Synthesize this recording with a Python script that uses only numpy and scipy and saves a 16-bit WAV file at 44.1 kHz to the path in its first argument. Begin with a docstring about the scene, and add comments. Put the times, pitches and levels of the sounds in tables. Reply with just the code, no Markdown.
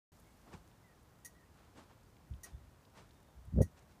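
"""A quiet barn, where a goat lies in hay. An electric fence charger, most likely, ticks three times,
about 1.2 s apart: each tick is a double snap that excites the damped modes of its case. The hay gives
soft scuffs, cracking stalks and a fine crackle, and far birds whistle, blurred by multipath travel.
Air buffets the microphone, hardest near the end, over a low background and a faint hiss."""
import sys
import numpy as np
from scipy import signal
from scipy.fft import rfft, irfft
from scipy.io import wavfile
from scipy.ndimage import uniform_filter1d

SR = 44100
rng = np.random.default_rng(int(sys.argv[2]) if len(sys.argv) > 2 else 0)


def waveform_to_disk(signal):
    """Save audio, clipped to [-1, 1], as 16-bit WAV at the path in sys.argv[1]."""
    frames = np.transpose(np.atleast_2d(signal))
    scaled = np.clip(frames, -1, 1) * 32767
    samples = np.round(scaled).astype(np.int16)
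    wavfile.write(sys.argv[1], SR, samples)


N = 176400
T = np.arange(N) / SR

# ticks of the charger (time [s], level [dB])
CHARGER_TICKS = [(1.2476, -49.5), (2.4329, -50), (3.6156, -50)]
# snaps within a tick (delay [s], relative level [dB], rise [s], t60 [s])
TICK_SNAPS = [(0, 0, .0015, .11), (.0098, -1, 0.0033, 0.057)]
# spectrum of a snap (frequency [Hz], relative density [dB])
SNAP_SPECTRUM = [(1000, -9), (3000, -15.5), (4500, -4), (5300, -8.5), (5800, 3.5), (6700, 6.5), (7200, -2),
                 (8000, -4.5), (8900, 3), (9800, 0), (10900, 1.5), (11400, -13), (12000, 2), (12800, -8),
                 (14000, -2.5), (15400, -11)]
# modes of the case (frequency [Hz], relative level [dB], t60 [s])
CASE_MODES = [(1897, -2.5, .11), (2007, -11.5, .1), (4690, -22, 0.12), (5700, -13.5, 0.13),
              (6012, -18, 0.15), (6460, -17, 0.093), (6630, -23, 0.13), (9200, -9, 0.072),
              (9300, -13, 0.085), (9900, -5, 0.045), (10310, -15, 0.048), (11990, -26, .08),
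              (14200, -16, 0.05)]

# scuffs in the hay (time [s], level [dB], rise [s], t60 [s], tilt [dB/octave], low edge [Hz])
HAY_SCUFFS = [(0.481, -61, 0.016, 0.63, -1.5, 200), (0.54, -50, 0.011, 0.14, -0.5, 90),
              (1.59, -68.5, 0.027, 0.64, -4.5, 1500), (1.786, -55.5, 0.02, 0.32, 0, 118),
              (1.91, -66, 0.013, 0.27, -3.5, 900), (2.47, -59.5, 0.018, .22, 1.3, 203),
              (2.987, -56, 0.023, 0.25, .5, 148), (3.779, -64.5, 0.0089, 0.16, -0.5, 690),
              (3.915, -72, .015, 0.18, 1, 1000)]
# spectrum of a scuff before tilt and low edge (frequency [Hz], relative density [dB])
SCUFF_SPECTRUM = [(60, 5.5), (200, 2.5), (500, -5), (1100, -7), (2000, -16), (5000, -22), (9000, -27.5),
                  (15000, -51)]
# cracking stalks (time [s], level [dB], centre frequency [Hz])
STALK_CRACKS = [(.1982, -63.5, 10000), (0.538, -54.5, 2050), (.5384, -69, 6500), (.6846, -73, 8500),
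                (0.714, -72, 2980), (1.0293, -73, 10000), (2.1667, -66, 2750), (2.337, -66, 3260),
                (2.3465, -73, 10000), (2.8512, -63.5, 3830), (3.1083, -66, 3630), (3.286, -61, 650),
                (3.452, -68, 9100), (3.557, -72, 1900), (3.791, -65.5, 6800)]

# soft puffs on the microphone (time [s], level [dB], rise [s], t60 [s])
AIR_PUFFS = [(0.554, -50.5, 0.0067, 0.22), (2.322, -39.5, 0.012, 0.24), (2.55, -46, 0.016, 0.27),
             (2.68, -60, .03, 0.19), (3.391, -51.5, 0.021, 0.23), (3.491, -47.5, 0.021, .2)]
# spectrum of a puff (frequency [Hz], relative density [dB])
PUFF_SPECTRUM = [(20, -32), (40, 2), (60, 5), (85, 1), (125, -9), (200, -19), (400, -40.5), (1000, -69)]
# rumble of the strong gust (time [s], level [dB])
GUST_ENVELOPE = [(3.515, -67), (3.535, -33), (3.565, -32.5), (3.588, -21.5), (3.598, -38), (3.614, -18.5),
                 (3.63, -32), (3.645, -40), (3.67, -49.5), (3.71, -87)]
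# spectrum of the gust (frequency [Hz], relative density [dB])
GUST_SPECTRUM = [(20, -23), (42, -24), (56, 5.5), (70, 3.5), (90, 5.5), (130, -2.5), (230, -8.5),
                 (330, -25), (600, -48), (1500, -101)]
# eddies shed at the height of the gust (time [s], level [dB], Gaussian width [s])
GUST_EDDIES = [(3.562, -43, 0.0028), (3.578, -36, 0.0023), (3.589, -27.5, 0.0031), (3.608, -26, 0.004),
               (3.618, -25.5, 0.002), (3.629, -40, 0.0027)]
# spectrum of an eddy (frequency [Hz], relative density [dB])
EDDY_SPECTRUM = [(100, -2), (250, -4.5), (400, 5), (520, -1), (620, -12.5), (740, -21), (1000, -35.5),
                 (2000, -51), (5000, -82)]

# far whistles (time [s], duration [s], start frequency [Hz], end frequency [Hz], level [dB])
BIRD_WHISTLES = [(0.243, 0.083, 2210, 2115, -75), (0.825, 0.12, 2086, 1800, -70.5),
                 (1.333, 0.13, 1980, 1814, -71.5), (2.511, 0.086, 3500, 3600, -81),
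                 (3.036, 0.39, 3670, 3610, -84.5)]

# spectrum of the low background (frequency [Hz], relative density [dB])
AIR_SPECTRUM = [(20, -33), (35, 5.5), (58, 3.5), (130, -0.5), (250, -7.5), (500, -12.5), (1000, -15),
                (1600, -20), (2800, -29), (6000, -39.5), (15000, -52)]
# spectrum of the hiss (frequency [Hz], relative density [dB])
HISS_SPECTRUM = [(500, -12), (3000, 0.5), (7000, 0), (10000, -2.5), (15000, -3.5)]
# strength of the hiss (time [s], level [dB])
HISS_ENVELOPE = [(.1, -73.5), (.45, -74), (.8, -76), (2, -76.5), (4, -76.5)]

TICK_LIKENESS = 0.78  # share of the snap noise power common to all ticks
CASE_RISE_S, TAIL_DB, TAIL_T60_S = 0.009, -24, 0.32
SCUFF_GRAIN_DB, STALK_T60_S, STALK_HALF_WIDTH_OCTAVES = 0.5, 0.027, 0.39
WHISTLE_BLUR_HZ = 69.4
CRACKLES_PER_S, CRACKLE_DB, CRACKLE_SPREAD_DB = 20, -77.5, 4
AIR_DB = -63
START_S, LOW_CUT_HZ, HIGH_CUT_HZ = 0.1187, 42, 15300


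def fence_charger():
    """Impulse excitation: each double snap rings the case's modes and leaves a short reverberant tail."""
    out = np.zeros(N)
    common = coloured(SNAP_SPECTRUM)
    phases = rng.random(len(CASE_MODES))
    for at, db in CHARGER_TICKS:
        t = T - at
        repeated = np.sqrt(TICK_LIKENESS) * np.roll(common, int(at * SR))
        fresh = np.sqrt(1 - TICK_LIKENESS) * coloured(SNAP_SPECTRUM)
        snap_power = sum((undb(snap_db) * strike(t - delay, rise, t60)) ** 2
                         for delay, snap_db, rise, t60 in TICK_SNAPS)
        tail = undb(TAIL_DB) * strike(t, rise=0.015, t60=TAIL_T60_S)
        envelope = np.sqrt(snap_power + tail ** 2)  # incoherent sounds add in power
        ring = sum(undb(mode_db) * strike(t, CASE_RISE_S, t60) * np.sin(2 * np.pi * (hz * t + phase))
                   for (hz, mode_db, t60), phase in zip(CASE_MODES, phases))
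        out += undb(db) * (envelope * (repeated + fresh) + ring)
    return out


def hay_scuffs():
    """Friction: rubbing hay radiates swells of broadband noise with a slight grain."""
    out = np.zeros(N)
    for at, db, rise, t60, tilt, edge_hz in HAY_SCUFFS:
        grain = undb(SCUFF_GRAIN_DB * wander(cutoff_hz=200))
        grain /= np.sqrt(np.mean(grain ** 2))
        out += undb(db) * swell(T - at, rise, t60) * coloured(SCUFF_SPECTRUM, tilt, edge_hz) * grain
    return out


def cracking_stalks():
    """Brittle fracture: each stalk releases a brief burst of noise in one band."""
    out = np.zeros(N)
    for at, db, hz in STALK_CRACKS:
        band = noise(lambda f: -20 * np.log10(1 + (np.log2(f / hz) / STALK_HALF_WIDTH_OCTAVES) ** 2))
        out += undb(db) * strike(T - at, rise=0.00033, t60=STALK_T60_S) * band
    return out


def wind():
    """Turbulent pressure on the microphone: low puffs, then a gust whose eddies reach higher in pitch."""
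    puffs = sum(undb(db) * swell(T - at, rise, t60) for at, db, rise, t60 in AIR_PUFFS)
    gust = undb(np.interp(T, *np.array(GUST_ENVELOPE).T, left=-120, right=-120))
    eddies = sum(undb(db) * np.exp(-0.5 * ((T - at) / width) ** 2) for at, db, width in GUST_EDDIES)
    return (puffs * steady(coloured(PUFF_SPECTRUM), span_s=0.042)
            + gust * steady(coloured(GUST_SPECTRUM), span_s=0.033)
            + eddies * steady(coloured(EDDY_SPECTRUM), span_s=0.0041))


def far_birds():
    """Multipath interference: gliding whistles, most of them falling, waver in amplitude and phase."""
    out = np.zeros(N)
    blur = (wander(WHISTLE_BLUR_HZ) + 1j * wander(WHISTLE_BLUR_HZ)) / np.sqrt(2)
    for at, duration, start_hz, end_hz, db in BIRD_WHISTLES:
        progress = np.clip((T - at) / duration, 0, 1)
        hz = start_hz + (end_hz - start_hz) * progress
        tone = np.exp(2j * np.pi * np.cumsum(hz) / SR)
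        arch = np.sqrt(np.abs(np.sin(np.pi * progress)))
        out += undb(db) * arch * (tone * blur).real
    return out


def settling_hay():
    """Shot noise: dry hay settles in tiny bright ticks of random time and strength."""
    envelope = np.zeros(N)
    for position, size in rng.random((int(CRACKLES_PER_S * N / SR), 2)):
        excess_db = -CRACKLE_SPREAD_DB * np.log(1 - 0.95 * size)  # truncated exponential distribution
        envelope += undb(excess_db) * strike(T - position * N / SR, rise=0.0005, t60=0.015)
    bright_noise = coloured([(1000, -15), (5000, -4), (9000, -5), (15000, -15)])
    return undb(CRACKLE_DB) * envelope * bright_noise


def barn_air():
    """Ambient noise floor: a stationary low background under a hiss that eases slightly at first."""
    hiss = undb(np.interp(T, *np.array(HISS_ENVELOPE).T)) * coloured(HISS_SPECTRUM)
    return undb(AIR_DB) * coloured(AIR_SPECTRUM) + hiss


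def undb(db):
    """Logarithmic level: 20 dB is a factor of ten in amplitude."""
    return 10 ** (np.asarray(db) / 20)


def noise(shape_db):
    """Spectral shaping: noise of unit rms whose density in dB is a given function of frequency."""
    hz = np.maximum(np.arange(N // 2 + 1) * SR / N, 1)
    x = irfft(rfft(rng.standard_normal(N)) * undb(shape_db(hz)), N)
    return x / x.std()


def coloured(points, tilt_db=0, edge_hz=0):
    """Filters in cascade add in dB: noise shaped by a spectrum, a tilt per octave and a low edge."""
    hz, db = np.array(points).T
    return noise(lambda f: np.interp(np.log(f), np.log(hz), db)
                 + tilt_db * np.log2(f)
                 - 20 * np.log10(1 + (edge_hz / f) ** 2))


def steady(x, span_s):
    """Normalisation: dividing a noise by its running rms evens out its strength."""
    size = max(int(span_s * SR), 2)
    power = uniform_filter1d(uniform_filter1d(x * x, size), size)
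    return x / np.sqrt(np.abs(power) + 1e-9)


def wander(cutoff_hz):
    """Random modulation: low-pass noise of unit rms."""
    return noise(lambda f: -20 * np.log10(1 + (f / cutoff_hz) ** 4))


def fade(t, t60):
    """Damping: exponential decay from time zero, by 60 dB in t60 seconds."""
    return np.exp(-np.log(1000) * np.maximum(t, 0) / t60)


def strike(t, rise, t60):
    """Sudden excitation: a linear rise from time zero, then decay."""
    return np.clip(t / rise, 0, 1) * fade(t - rise, t60)


def swell(t, rise, t60):
    """Gradual excitation: a Gaussian rise to a peak at time zero, then decay."""
    return np.exp(-0.5 * (np.minimum(t, 0) / rise) ** 2) * fade(t, t60)


def scene():
    """Superposition: the pressures of all sources add at one microphone."""
    ticks = fence_charger()
    hay = hay_scuffs() + cracking_stalks() + settling_hay()
    return (ticks + hay + far_birds() + wind() + barn_air())[None]


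def record(dry):
    """Band limiting: the microphone sheds the deepest rumble, opens after a moment and cuts the top."""
    high_pass = signal.butter(3, LOW_CUT_HZ, "high", fs=SR, output="sos")
    low_pass = signal.ellip(10, 0.2, 70, HIGH_CUT_HZ, fs=SR, output="sos")
    opening = np.clip((T - START_S) / 0.0013, 0, 1)
    return signal.sosfilt(low_pass, signal.sosfiltfilt(high_pass, dry) * opening)


dry = scene()
out = record(dry)
waveform_to_disk(out)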